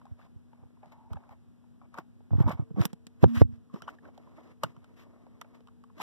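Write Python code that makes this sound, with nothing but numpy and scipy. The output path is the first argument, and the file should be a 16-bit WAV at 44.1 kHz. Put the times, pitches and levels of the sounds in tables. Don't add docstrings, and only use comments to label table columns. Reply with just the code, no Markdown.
import sys
import numpy as np
from scipy import signal
from scipy.fft import rfft, irfft, next_fast_len
from scipy.io import wavfile
from scipy.ndimage import uniform_filter1d

SR = 44100
rng = np.random.default_rng(int(sys.argv[2]) if len(sys.argv) > 2 else 0)


def put_to_file(sound):
    columns = np.atleast_2d(sound).T
    safe = np.clip(columns, -1, 1)
    whole_steps = np.round(safe * 32767)
    wavfile.write(sys.argv[1], SR, whole_steps.astype(np.int16))


def undo_db(level):
    steps = np.asarray(level, float) / 20
    return 10 ** steps


N = 265834

# time in seconds, body level in dB, lean in dB, crack level in dB, body
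# pitch in Hz.
SLIDER_CLICKS = [(0.0153, -56, -4, -79, 1010), (0.054, -50, 36, -65.5, 815), (0.5313, -54.5, 19, -81, 920),
                 (0.8316, -47.5, -6, -96, 650), (0.858, -56.5, 7, -67, 670), (0.9206, -58, 10, -61.5, 920),
                 (1.1325, -43, 9, -53, 950), (1.169, -46, 7, -83, 840), (1.2916, -49.5, 30, -62.5, 805),
                 (1.64, -63.5, 22, -94, 920), (1.815, -54, 15, -80, 833), (1.9418, -45.5, 12, -58, 1250),
                 (1.985, -36, 5, -47.5, 1063), (2.4785, -34.5, -5, -53, 935), (2.4941, -39, 25, -46, 1030),
                 (2.5053, -29, -15, -93, 870), (2.8138, -53, -27, -57, 1340),
                 (2.8532, -36, -24, -28.5, 1410), (2.9302, -49.5, -12, -48.5, 415),
                 (3.0675, -62.5, 6, -47, 1970), (3.2398, -33.5, -0.5, -45, 1295),
                 (3.742, -50, 20, -58.5, 1080), (3.76, -49, -2, -70, 1070), (3.8203, -46, 0, -47.5, 1420),
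               (3.88, -35.5, 2, -58, 1205), (3.887, -39, 9.5, -62, 1390), (3.986, -58, -1, -73, 1720),
               (4.053, -52.5, 3, -77.5, 1510), (4.0845, -49, 9, -79.5, 630), (4.177, -49, -6, -58, 620),
               (4.273, -61, -2.5, -92, 1060), (4.634, -24, 1, -37.5, 1080), (4.6449, -36.5, -19, -48, 1350),
               (4.7647, -54.5, 8, -66.5, 1220), (4.8432, -57.5, 5, -60.5, 1330),
               (5.2658, -52.5, -8.5, -72, 487), (5.413, -43, -14, -43, 2029), (5.4162, -46, -15, -69, 1150),
               (5.4455, -56, -8, -103, 780), (5.6058, -58, -6, -66.5, 472), (5.6722, -59, 6.5, -59, 1100),
               (5.6835, -54, -18, -68, 1150), (5.838, -52, -14, -63, 1166), (5.8997, -58.5, -14, -96, 984),
               (6.0208, -35.5, 36, -37.5, 1150),
                 (0.066, -55, 12, -80, 1000), (0.191, -58.5, 11, -77, 800), (0.197, -57, -9, -78, 1190),
               (0.214, -60.5, 1, -78, 1410), (0.264, -66, -2, -82, 950), (1.157, -52.5, -1, -76, 1000),
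               (1.237, -58.5, 0, -77, 1120), (1.95, -48, 8, -70, 885), (1.976, -47, 2, -56, 900),
               (1.988, -40.5, 2.5, -64, 314), (2.484, -37, 8, -62, 990), (2.514, -40, 3, -53, 1110),
               (2.8495, -42.5, -27, -49, 1090), (3.7395, -54.5, -10, -64, 353), (3.848, -73, 5, -72, 1200),
               (3.8755, -45, 18, -66, 1100), (4.6358, -33, -0.5, -35, 592), (3.356, -46, -24, -65, 1420),
               (1.8155, -56.5, 10, -87, 1020)]
# time in seconds, level in dB, pitch in Hz.
CASE_TICKS = [(0.6351, -55, 410), (0.7042, -61.5, 424), (0.769, -64, 950), (1.106, -50.5, 396),
              (1.2025, -55.5, 422), (2.2055, -57, 424), (2.3072, -55, 820), (2.3312, -52, 587),
              (2.3383, -59, 444), (2.403, -40, 520), (2.7047, -57.5, 450), (2.761, -47, 594),
              (3.369, -41, 1310), (6.0008, -41.5, 800)]
TICK_LEAN_DB, TICK_CRACK_DB = -34, -30
# pitch in Hz, width in Hz, level in dB.
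HOUSING = [(620, 170, 0), (870, 188, 2.5), (1150, 340, -3.5), (1685, 130, -13.5), (2235, 84, -5.5)]
# frequency in Hz, level in dB per Hz.
CRACK = [(1800, 12.5), (3000, 9), (6000, 0.5), (12000, -6), (16000, 0)]
CRACK_HZ, LATE_CRACK_HZ = 4400, 3380
CRACK_LAG_S = .0018
NEAR_LEAN_DB, NEAR_CRACK_DB, NEAR_CRACK_HZ, NEAR_CRACK_GAIN = -22, -40, 12500, 7.5
PANEL_HZ, PANEL_WIDTH_HZ, PANEL_GAIN = 3030, 110, 2.5
# time in seconds, length in seconds,
# level in dB, lean in dB, centre in Hz.
RATTLES = [(1.121, 0.0033, -74, 6, 6000), (1.13, 0.0035, -57, 7, 5000), (1.129, .003, -61, 6, 14500),
           (2.8533, 0.0013, -23.5, -10, 13500), (4.633, 0.0048, -41.5, 2, 5503),
           (4.6336, 0.0027, -41, 3, 13500), (5.4125, 0.0031, -49.5, -1, 12000),
           (6.018, 0.01, -46.5, -5, 4500)]

# start in
# seconds, end in seconds, body level in dB, lean in dB, hiss level in dB.
FINGER_RUBS = [(0, 0.13, -71, 9, -81), (0.19, 0.26, -64, -9, -70), (0.526, 0.66, -73.5, 4, -94),
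               (0.833, 0.848, -60, 2, -73.5), (0.864, 0.9, -68, 3, -73.5), (0.924, 0.93, -57.5, 8, -63.5),
               (.96, 1.044, -72, 7, -79.5), (1.112, 1.14, -58.5, -11, -70), (1.15, 1.315, -68.5, -2.5, -80),
               (1.311, 1.326, -58.5, 1, -66), (1.828, 1.85, -63.5, 8, -83), (1.948, 1.932, -53, 15, -59),
               (1.987, 1.973, -37.5, -1, -46), (2.321, 2.38, -63.5, -13, -68),
               (2.399, 2.424, -50, 1.5, -55.5), (2.432, 2.536, -53, -17, -73), (2.481, 2.498, -41, 8, -50),
               (2.516, 2.517, -41.5, 1.5, -47.5), (2.577, 2.623, -56, -23, -72),
               (2.68, 2.68, -64.5, -11, -89), (2.777, 2.845, -43, -28, -63)]
CLOTH_DRAGS = [(2.811, 2.84, -57, -31, -46.5), (2.89, 2.91, -71, -14, -71), (3.233, 3.28, -43.5, -25, -48),
               (3.281, 3.345, -57.5, -28, -62.5), (3.36, 3.381, -47.5, -25, -44),
               (3.394, 3.48, -51, -21, -46.5), (3.425, 3.36, -59, -19, -72), (3.521, 3.56, -72.5, 4, -74.5),
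               (3.737, 3.79, -63, 7, -66.5), (3.758, 3.69, -45, 11, -55), (3.826, 3.95, -58, -15, -72.5),
               (3.885, 3.906, -59, 20, -62), (4.034, 4.09, -56, -4.5, -74.5), (4.14, 4.37, -64, -7, -76.5),
               (4.371, 4.41, -59, -1.5, -70.5), (4.432, 4.52, -60, -4.5, -71.5),
               (4.637, 4.654, -50, 0.5, -58), (4.68, 4.714, -60.5, -1.5, -70),
               (4.75, 4.942, -67, -7, -78.5), (4.973, 5.03, -62.5, 14, -64), (5.004, 5.22, -65, 8, -81),
               (5.218, 5.6, -69.5, 0.5, -81.5), (5.551, 5.56, -59, -14, -67.5), (5.6, 5.55, -68, -3, -76),
               (5.976, 6.12, -53.5, 20, -63.5), (6.02, 6.26, -43, -11, -36)]
# frequency in Hz, level in dB per Hz.
HISS = [(1800, 10), (2700, 3), (4000, -1.5), (6500, -10.5), (10000, -18.5), (15000, -5)]
CLOTH = [(280, 17), (450, 6), (1200, -7.5), (1800, -16.5), (2400, -19), (2600, -39)]
CLOTH_HISS = [(1800, 9), (2700, 4), (4000, -2), (6500, -7), (9000, -15.5), (12500, -7), (15000, -11.5)]
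RISE_DB_PER_S, FALL_DB_PER_S, HISS_LEAN_DB = 900, 605.5, 6
STOP_DB_PER_S = 1500
HISS_TOP_HZ = 15550
TURNED_S = 2.6
LANDINGS_S = [
    3.239,
    3.417,
]
# start in seconds, end in seconds, level in dB, pitch in Hz.
CREAKS = [
    (.92, 1.095, -68, 870),
    (3.697, 3.722, -70, 1120),
    (3.801, 3.815, -64, 1140),
]
SINGS = [(3.736, 3.81, -84, 5400), (3.821, 3.853, -72, 3100), (3.821, 3.856, -80, 5700),
         (3.876, 3.894, -62.5, 2980), (4.636, 4.646, -53, 2930), (5.4135, 5.42, -62, 3280),
         (6.001, 6.016, -47.5, 1000), (5.4135, 5.42, -50.5, 1290)]
# time in seconds, level in dB, pitch in Hz.
FINGER_GRIT = [(2.395, -46, 980), (2.4025, -36, 870), (2.43, -42, 850), (2.436, -46, 900),
               (2.4415, -45, 1200), (2.4525, -51, 990), (2.4855, -30.5, 1050), (2.5195, -38, 1200),
               (2.5265, -43, 1300), (2.5315, -43, 1100), (2.539, -46, 900), (2.596, -51, 780),
               (2.615, -57, 1090)]
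LIFT_GRIT = [(2.765, -44, 611), (2.779, -40, 657), (2.7865, -40, 1110), (2.794, -42, 1500),
             (2.803, -41.5, 1400), (2.82, -41, 1290), (2.828, -45, 1200)]
SLIDE_GRIT = [(3.356, -44, 1500), (3.3612, -38, 1900), (3.366, -36, 1100), (3.3705, -31.5, 1470),
              (3.3745, -31, 2000), (3.379, -36, 1810), (3.381, -41, 1200), (3.4045, -40, 2000)]
SETTLE_GRIT = [(3.752, -44, 302), (3.76, -40, 360), (3.7605, -57, 3000), (3.772, -47.5, 910),
               (3.778, -51, 400), (3.8765, -42, 1200), (3.89, -40, 1290)]
LAST_GRIT = [(6.001, -36, 910), (6.0123, -42, 1100), (6.017, -39, 705), (6.0235, -37.5, 1150),
             (6.0265, -38, 1080)]
GRIT_WIDTH, RING_WIDTH = .22, 0.27

# time in seconds, right level in dB, pitch in Hz.
GRIP_BUMPS = [(2.318, -23.5, 102), (2.335, -16, 105.5), (2.356, -18, 95), (2.386, -18.5, 117),
              (2.408, -11.5, 125), (2.445, -23.5, 102), (2.463, -16.5, 93), (2.551, -31.5, 95.6),
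              (2.598, -21.5, 126), (2.625, -31.5, 114), (2.712, -33, 163), (2.746, -35, 120),
              (2.773, -29, 196), (2.785, -21, 191), (2.798, -20.5, 156), (2.807, -15, 113),
              (2.857, -25.5, 183), (2.934, -33.5, 189), (3.07, -44.5, 214)]
LONE_BUMPS = [(0.12, -34, 91), (0.365, -40, 98), (0.631, -47, 97), (0.66, -49, 103), (0.87, -51, 150),
              (1.119, -29.5, 84.6), (1.146, -39.5, 154), (1.164, -35.5, 87), (1.314, -49, 85.6),
              (3.276, -26, 122), (3.375, -19.5, 90), (3.399, -39, 163), (3.452, -21.5, 87),
              (3.494, -34.5, 93.7), (3.531, -35.5, 94.3), (3.58, -45, 93.6), (3.743, -30, 196),
              (3.762, -45, 210), (3.825, -45, 155), (4.517, -50, 113.7), (4.643, -29.5, 146),
              (4.664, -38.5, 135), (4.697, -47, 115.1), (4.777, -45, 142)]
HOUSING_BUMPS = [(1.99, -39.5, 176), (2.478, -24, 225), (2.493, -24, 185), (2.506, -29.5, 115),
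                 (2.533, -31, 120), (6.004, -46, 190)]
BUMP_BASE_S, BUMP_CYCLES = 0.0034, 1.06
FAR_PORT_DB, FAR_PORT_FOLLOWS, HOUSING_LEFT_DB = -41.5, 0.47, -3.5
# time in seconds,
# contact level in dB, contact length in seconds, rocking level in dB, rocking pitch in Hz.
KNOCKS = [(3.2285, -15, .005, -40, 200), (3.2326, -1.5, .004, -6, 125), (3.2405, -1.5, .0013, -3, 430),
          (3.243, -12, .0013, -40, 200), (3.2438, -10, .0034, -40, 200), (3.2462, -12, .003, -7, 88),
          (3.2486, -16, .003, -40, 200), (3.258, -10, .005, -10, 122), (3.411, -8, .0032, -40, 200),
          (3.4128, -11, .004, -40, 200), (3.4154, -5, .0019, -40, 200), (3.4168, -15, .0011, 0, 83),
          (3.4176, -9, .005, -40, 200), (3.4218, -11, .0028, -40, 200)]
KNOCK_DIRECTIONS = [1, -1, -1, -1, -1, 1, 1, 1, -1, -1, -1, 1, 1, -1]
KNOCK_LEFT_DB, ROCKING_CYCLES = -27, 5.5
# time in seconds, level in dB, pitch in Hz.
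CASE_RINGS = [(3.2352, -26.5, 1052), (3.2412, -21, 1502), (3.2445, -37, 1200), (3.258, -44.5, 898),
              (3.4112, -35, 1000), (3.4168, -26.5, 744), (3.4222, -42, 805), (3.4335, -47, 1900)]
# time in seconds, level in dB, contact in seconds.
SNAGS = [(2.3075, -36, 0.00086), (2.3326, -25.5, 0.0014), (2.3399, -33.5, 0.0011), (2.351, -34, .0012),
         (2.3735, -41, 0.00054), (2.3805, -40, .001), (2.4026, -21.5, 0.0017), (2.596, -38, .0014),
         (2.7863, -24, 0.0021), (2.815, -22, 0.00024), (2.854, -15.5, 0.00023), (2.821, -23.5, .0008),
         (2.9311, -44, .0006), (3.0684, -37, 0.00017), (3.2345, -20, 0.0009), (3.4108, -32, 0.00055)]
# time in seconds, right level in dB.
BUZZ = [(3.25, -76), (3.275, -29.5), (3.35, -27.5), (3.385, -34), (3.47, -49), (3.5, -41), (3.58, -52.5),
        (3.62, -77)]
BUZZ_LEFT_DB, BUZZ_HZ = -24, 233.4

# frequency in Hz, level in dB per Hz.
ROOM_LEFT = [(62, -83), (90, -85.5), (200, -81), (320, -91.5), (500, -103), (900, -109), (4000, -123),
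             (7000, -127), (12700, -128), (13200, -150)]
ROOM_RIGHT = [(62, -83), (90, -75.5), (200, -94), (320, -105), (500, -105), (900, -108), (4000, -124),
              (7000, -128), (12700, -128), (13200, -150)]
# pitch in Hz, left level in dB, right level in dB.
HUM = [(241.5, -60, -65.5)]
# time
# in seconds, left level in dB, right level in dB.
WHINE = [(2.3, -99, -90), (2.7, -82, -64.5), (3.6, -73.5, -93.5), (6.03, -74, -88)]
WHINE_HZ = 450
CROSS_LAG, CROSS_GAIN, CROSS_SMEAR = 20, .82, .24


def rms_one(x):
    return x / np.sqrt(np.mean(x ** 2) + 1e-20)


def in_time(rows):
    s, *columns = np.transpose(rows)
    return np.array([np.interp(np.arange(N) / SR, s, c) for c in columns])


def colour(x, points):
    hz, db = np.transpose(points)
    size = next_fast_len(x.shape[-1])
    at = np.log(np.maximum(np.fft.rfftfreq(size, 1 / SR), 1))
    below = np.maximum(np.log(hz[0]) - at, 0)
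    gain = undo_db(np.interp(at, np.log(hz), db) - 19 * below)
    return irfft(rfft(x, size) * gain, size)[..., :x.shape[-1]]


def resonate(x, hz, width_hz):
    r = np.exp(-np.pi * width_hz / SR)
    top = np.array([1, 0, -1]) * (1 - r * r) / 2
    return signal.lfilter(top, [1, -2 * r * np.cos(2 * np.pi * hz / SR), r * r], x)


def drift(rate):
    r = np.exp(-2 * np.pi * rate / SR)
    wander = signal.lfilter([1], [1, -2 * r, r * r], rng.standard_normal((2, N + 9000)))
    return rms_one(wander[:, 9000:])


def at_ports(alike):
    shared, *own = rng.standard_normal((3, N))
    return np.sqrt(alike) * shared + np.sqrt(1 - alike) * np.array(own)


def leaning(db, lean_db):
    return db + np.minimum([lean_db, -lean_db], 0)


def mostly_right(x, left_db):
    return x * undo_db(np.array([[left_db], [0]]))


def push(t, contact_s):
    return np.sin(np.pi * np.minimum(t / contact_s, 1)) ** 2


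def add(out, s, piece):
    i = max(round(s * SR), 0)
    out[:, i:i + piece.shape[1]] += piece[:, :N - i]


def housing(x):
    return sum((-1) ** k * undo_db(db) * resonate(x, hz, wide) for k, (hz, wide, db) in enumerate(HOUSING))


def clicks(slips):
    out, t = np.zeros((2, N)), np.arange(3000) / SR
    noise = rng.standard_normal((len(slips), 3, 3000))
    contact = t / 0.0036 * np.exp(-t / 0.0018)
    contact += 0.12 * np.exp(-t / 0.0039) * np.minimum(t / .002, 1)
    snap = np.exp(-t / 0.00056) * np.minimum(t / 0.00073, 1) ** 2
    snap += 0.12 * np.exp(-t / 0.0037) * np.minimum(t / 0.0031, 1)
    soft = signal.butter(2, 2300, fs=SR, output="sos")
    for (s, body_db, lean_db, crack_db, hz), (shared, *own) in zip(slips, noise):
        landed = s >= KNOCKS[0][0]
        crack_hz = LATE_CRACK_HZ if landed else CRACK_HZ
        force = 0.36 * shared + 1.38 * np.array(own)
        ring = resonate(resonate(force * contact, hz, 220), hz, 0.47 * hz)
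        body = signal.sosfilt(soft, ring + 0.31 * housing(force * contact))
        edge = colour(force, CRACK) * snap
        far = lean_db >= NEAR_LEAN_DB
        crack = (0.24 + 1.1 * far) * resonate(edge, crack_hz, 2.2 * crack_hz) + 0.64 * edge
        if landed:
            crack += PANEL_GAIN * resonate(edge, PANEL_HZ, PANEL_WIDTH_HZ)
        if not far and crack_db > NEAR_CRACK_DB:
            crack += NEAR_CRACK_GAIN * resonate(edge, NEAR_CRACK_HZ, 6000)
        crack_dbs = leaning(crack_db, np.clip(.6 * lean_db, -9, 9))
        for part, db, lag in ((body, leaning(body_db, lean_db), 0), (crack, crack_dbs, CRACK_LAG_S)):
            loudest = np.sqrt(uniform_filter1d(part ** 2, size=132).max(axis=1))
            add(out, s - .0015 + lag, part * (undo_db(db) / loudest)[:, None])
    return out


def rattles():
    out = np.zeros((2, N))
    for s, length, db, lean_db, hz in RATTLES:
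        size = round(length * SR)
        chatter = rng.standard_normal((2, size))
        bright = rms_one(resonate(chatter, hz, 1.9 * hz)) * np.hanning(size)
        add(out, s, bright * undo_db(leaning(db, lean_db))[:, None])
    return out


def strokes():
    t = np.arange(N // 32 + 1) * 32 / SR
    power = np.zeros((4, len(t)))
    for start, end, db, lean_db, hiss_db in FINGER_RUBS + CLOTH_DRAGS:
        shape_db = -RISE_DB_PER_S * np.maximum(start - t, 0) - FALL_DB_PER_S * np.maximum(t - end, 0)
        if start > TURNED_S + .5:
            stop = min([s for s in LANDINGS_S if s > start] + [t[-1]])
            shape_db -= STOP_DB_PER_S * np.maximum(t - stop, 0)
        tops = np.r_[leaning(db, lean_db), leaning(hiss_db, HISS_LEAN_DB)]
        power += undo_db(tops[:, None] + np.maximum(shape_db, -200)) ** 2
    return np.array([np.interp(np.arange(N) / SR, t, row) for row in np.sqrt(power)])


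def rub():
    level = strokes()
    slips = (rng.random(N) < 500 / SR) * undo_db(5.15 * np.minimum(rng.exponential(1, N), 3))
    friction = at_ports(0.095) * (1 + 0.72 * slips)
    turned = np.clip((np.arange(N) / SR - TURNED_S) / 0.018, 0, 1)
    shell = signal.sosfilt(signal.butter(2, 2200, fs=SR, output="sos"), housing(friction))
    body = (1 - .5 * turned) * rms_one(shell) + turned * rms_one(colour(friction, CLOTH))
    hiss = (1 - turned) * rms_one(colour(friction, HISS)) + turned * rms_one(colour(friction, CLOTH_HISS))
    top_band = signal.cheby2(8, 40, [12300, HISS_TOP_HZ + 200], "band", fs=SR, output="sos")
    top = signal.sosfilt(top_band, hiss)
    dull = signal.sosfilt(signal.cheby2(8, 40, 13200, fs=SR, output="sos"), hiss)
    strong = np.clip(level[2:].max(axis=0) / undo_db(-68), 0, 1) ** 4
    hiss = dull + top * strong
    body = level[:2] * body * undo_db(2.5 * drift(70)[0])
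    return body + level[2:] * hiss * undo_db(1.8 * drift(70)[0])


def creaks(rows):
    out = np.zeros((2, N))
    for start, end, db, hz in rows:
        size = round((end - start) * SR)
        width = 110 + hz / 20
        friction = np.resize(rng.standard_normal(3000), size)
        panel = resonate(resonate(friction, hz, width), hz, width)
        fade = np.minimum(20 * np.hanning(size), 1)
        add(out, start, undo_db(db) * rms_one(panel) * fade * np.ones((2, 1)))
    return out


def taps(rows, lean_db, width):
    out, touch = np.zeros((2, N)), signal.unit_impulse(900)
    for (s, db, hz), sign in zip(rows, rng.choice([-1, 1], len(rows))):
        ring = resonate(resonate(touch, hz, width * hz), hz, 2 * width * hz)
        add(out, s - .0005, sign * ring / np.abs(ring).max() * undo_db(leaning(db, lean_db))[:, None])
    return out


def thumps():
    out = np.zeros((2, N))
    case = [(s, db, FAR_PORT_DB + FAR_PORT_FOLLOWS * db, hz) for s, db, hz in GRIP_BUMPS + LONE_BUMPS]
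    bumps = case + [(s, db, db + HOUSING_LEFT_DB, hz) for s, db, hz in HOUSING_BUMPS]
    for (s, db, left_db, hz), turn in zip(bumps, rng.random(len(bumps))):
        length = BUMP_BASE_S + BUMP_CYCLES / hz
        rise = np.clip(length, .004, .04) * .55
        t = np.arange(int(9 * rise * SR)) / SR
        swell = (t / rise * np.exp(1 - t / rise)) ** 2
        cycles = hz * (.92 * t - .3 * rise * np.exp(-t / rise))
        swing = np.sin(2 * np.pi * (cycles + turn)) * swell
        swing += 0.15 * np.sin(2 * np.pi * 2.557 * (cycles + turn)) * swell ** 2
        swing = swing - swing.sum() * swell / swell.sum()
        add(out, s - rise, 1.58 * undo_db(np.array([[left_db], [db]])) * swing)
    return out


def knocks():
    out, t = np.zeros((2, N)), np.arange(4000) / SR
    for (s, db, contact, rock_db, hz), direction in zip(KNOCKS, KNOCK_DIRECTIONS):
        hump = push(t, contact)
        rocking = np.cos(2 * np.pi * hz * t) * undo_db(-60 * t * hz / ROCKING_CYCLES)
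        kicked = np.convolve(hump / hump.sum(), rocking)[:len(t)]
        blow = undo_db(db) * hump + undo_db(rock_db) * kicked
        add(out, s, mostly_right(direction * blow, KNOCK_LEFT_DB))
    return out


def snags():
    out, t = np.zeros((2, N)), np.arange(400) / SR
    for s, db, contact in SNAGS:
        add(out, s, mostly_right(-undo_db(db) * push(t, contact), KNOCK_LEFT_DB))
    return out


def buzz():
    t = np.arange(N) / SR
    sounding = (t > BUZZ[0][0]) & (t < BUZZ[-1][0])
    tone = np.sqrt(2) * undo_db(in_time(BUZZ)) * sounding * np.sin(2 * np.pi * BUZZ_HZ * t)
    return mostly_right(tone, BUZZ_LEFT_DB)


def room():
    t = np.arange(N) / SR
    air = at_ports(0.025) * np.sqrt(SR / 2) * undo_db(0.28 * drift(2.6))
    out = np.array([colour(air[0], ROOM_LEFT), colour(air[1], ROOM_RIGHT)])
    waver = np.sqrt(2) * undo_db(.8 * drift(3))
    lag = np.array([[0], [.6]])
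    for hz, *db in HUM:
        out += waver * undo_db(np.array(db)[:, None]) * np.sin(2 * np.pi * hz * t - lag)
    return out + waver * undo_db(in_time(WHINE)) * np.sin(2 * np.pi * WHINE_HZ * t - lag)


def scene():
    ticks = [(s, db, TICK_LEAN_DB, db + TICK_CRACK_DB, hz) for s, db, hz in CASE_TICKS]
    out = clicks(SLIDER_CLICKS + ticks) + rattles()
    out += rub() + creaks(CREAKS) + creaks(SINGS)
    out += taps(FINGER_GRIT, -10.5, GRIT_WIDTH)
    out += taps(LIFT_GRIT + SLIDE_GRIT, KNOCK_LEFT_DB, GRIT_WIDTH)
    out += taps(SETTLE_GRIT + LAST_GRIT, 7.2, GRIT_WIDTH)
    out += thumps() + knocks() + taps(CASE_RINGS, KNOCK_LEFT_DB, RING_WIDTH) + snags()
    return out + buzz() + room()


def band_limit(x):
    return signal.sosfilt(signal.butter(12, 16460, fs=SR, output="sos"), x)


def record(dry):
    dry = signal.sosfilt(signal.butter(2, 45, "high", fs=SR, output="sos"), dry)
    dry = signal.sosfilt(signal.cheby2(10, 50, 16300, fs=SR, output="sos"), dry)
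    late = np.pad(dry[::-1], ((0, 0), (CROSS_LAG - 1, 0)))[:, :N]
    dull = signal.lfilter([CROSS_SMEAR, 1 - 2 * CROSS_SMEAR, CROSS_SMEAR], [1], late)
    wide = dry - CROSS_GAIN * dull
    return band_limit(np.clip(wide, -.99, .99))


dry = scene()
out = record(dry)
put_to_file(out)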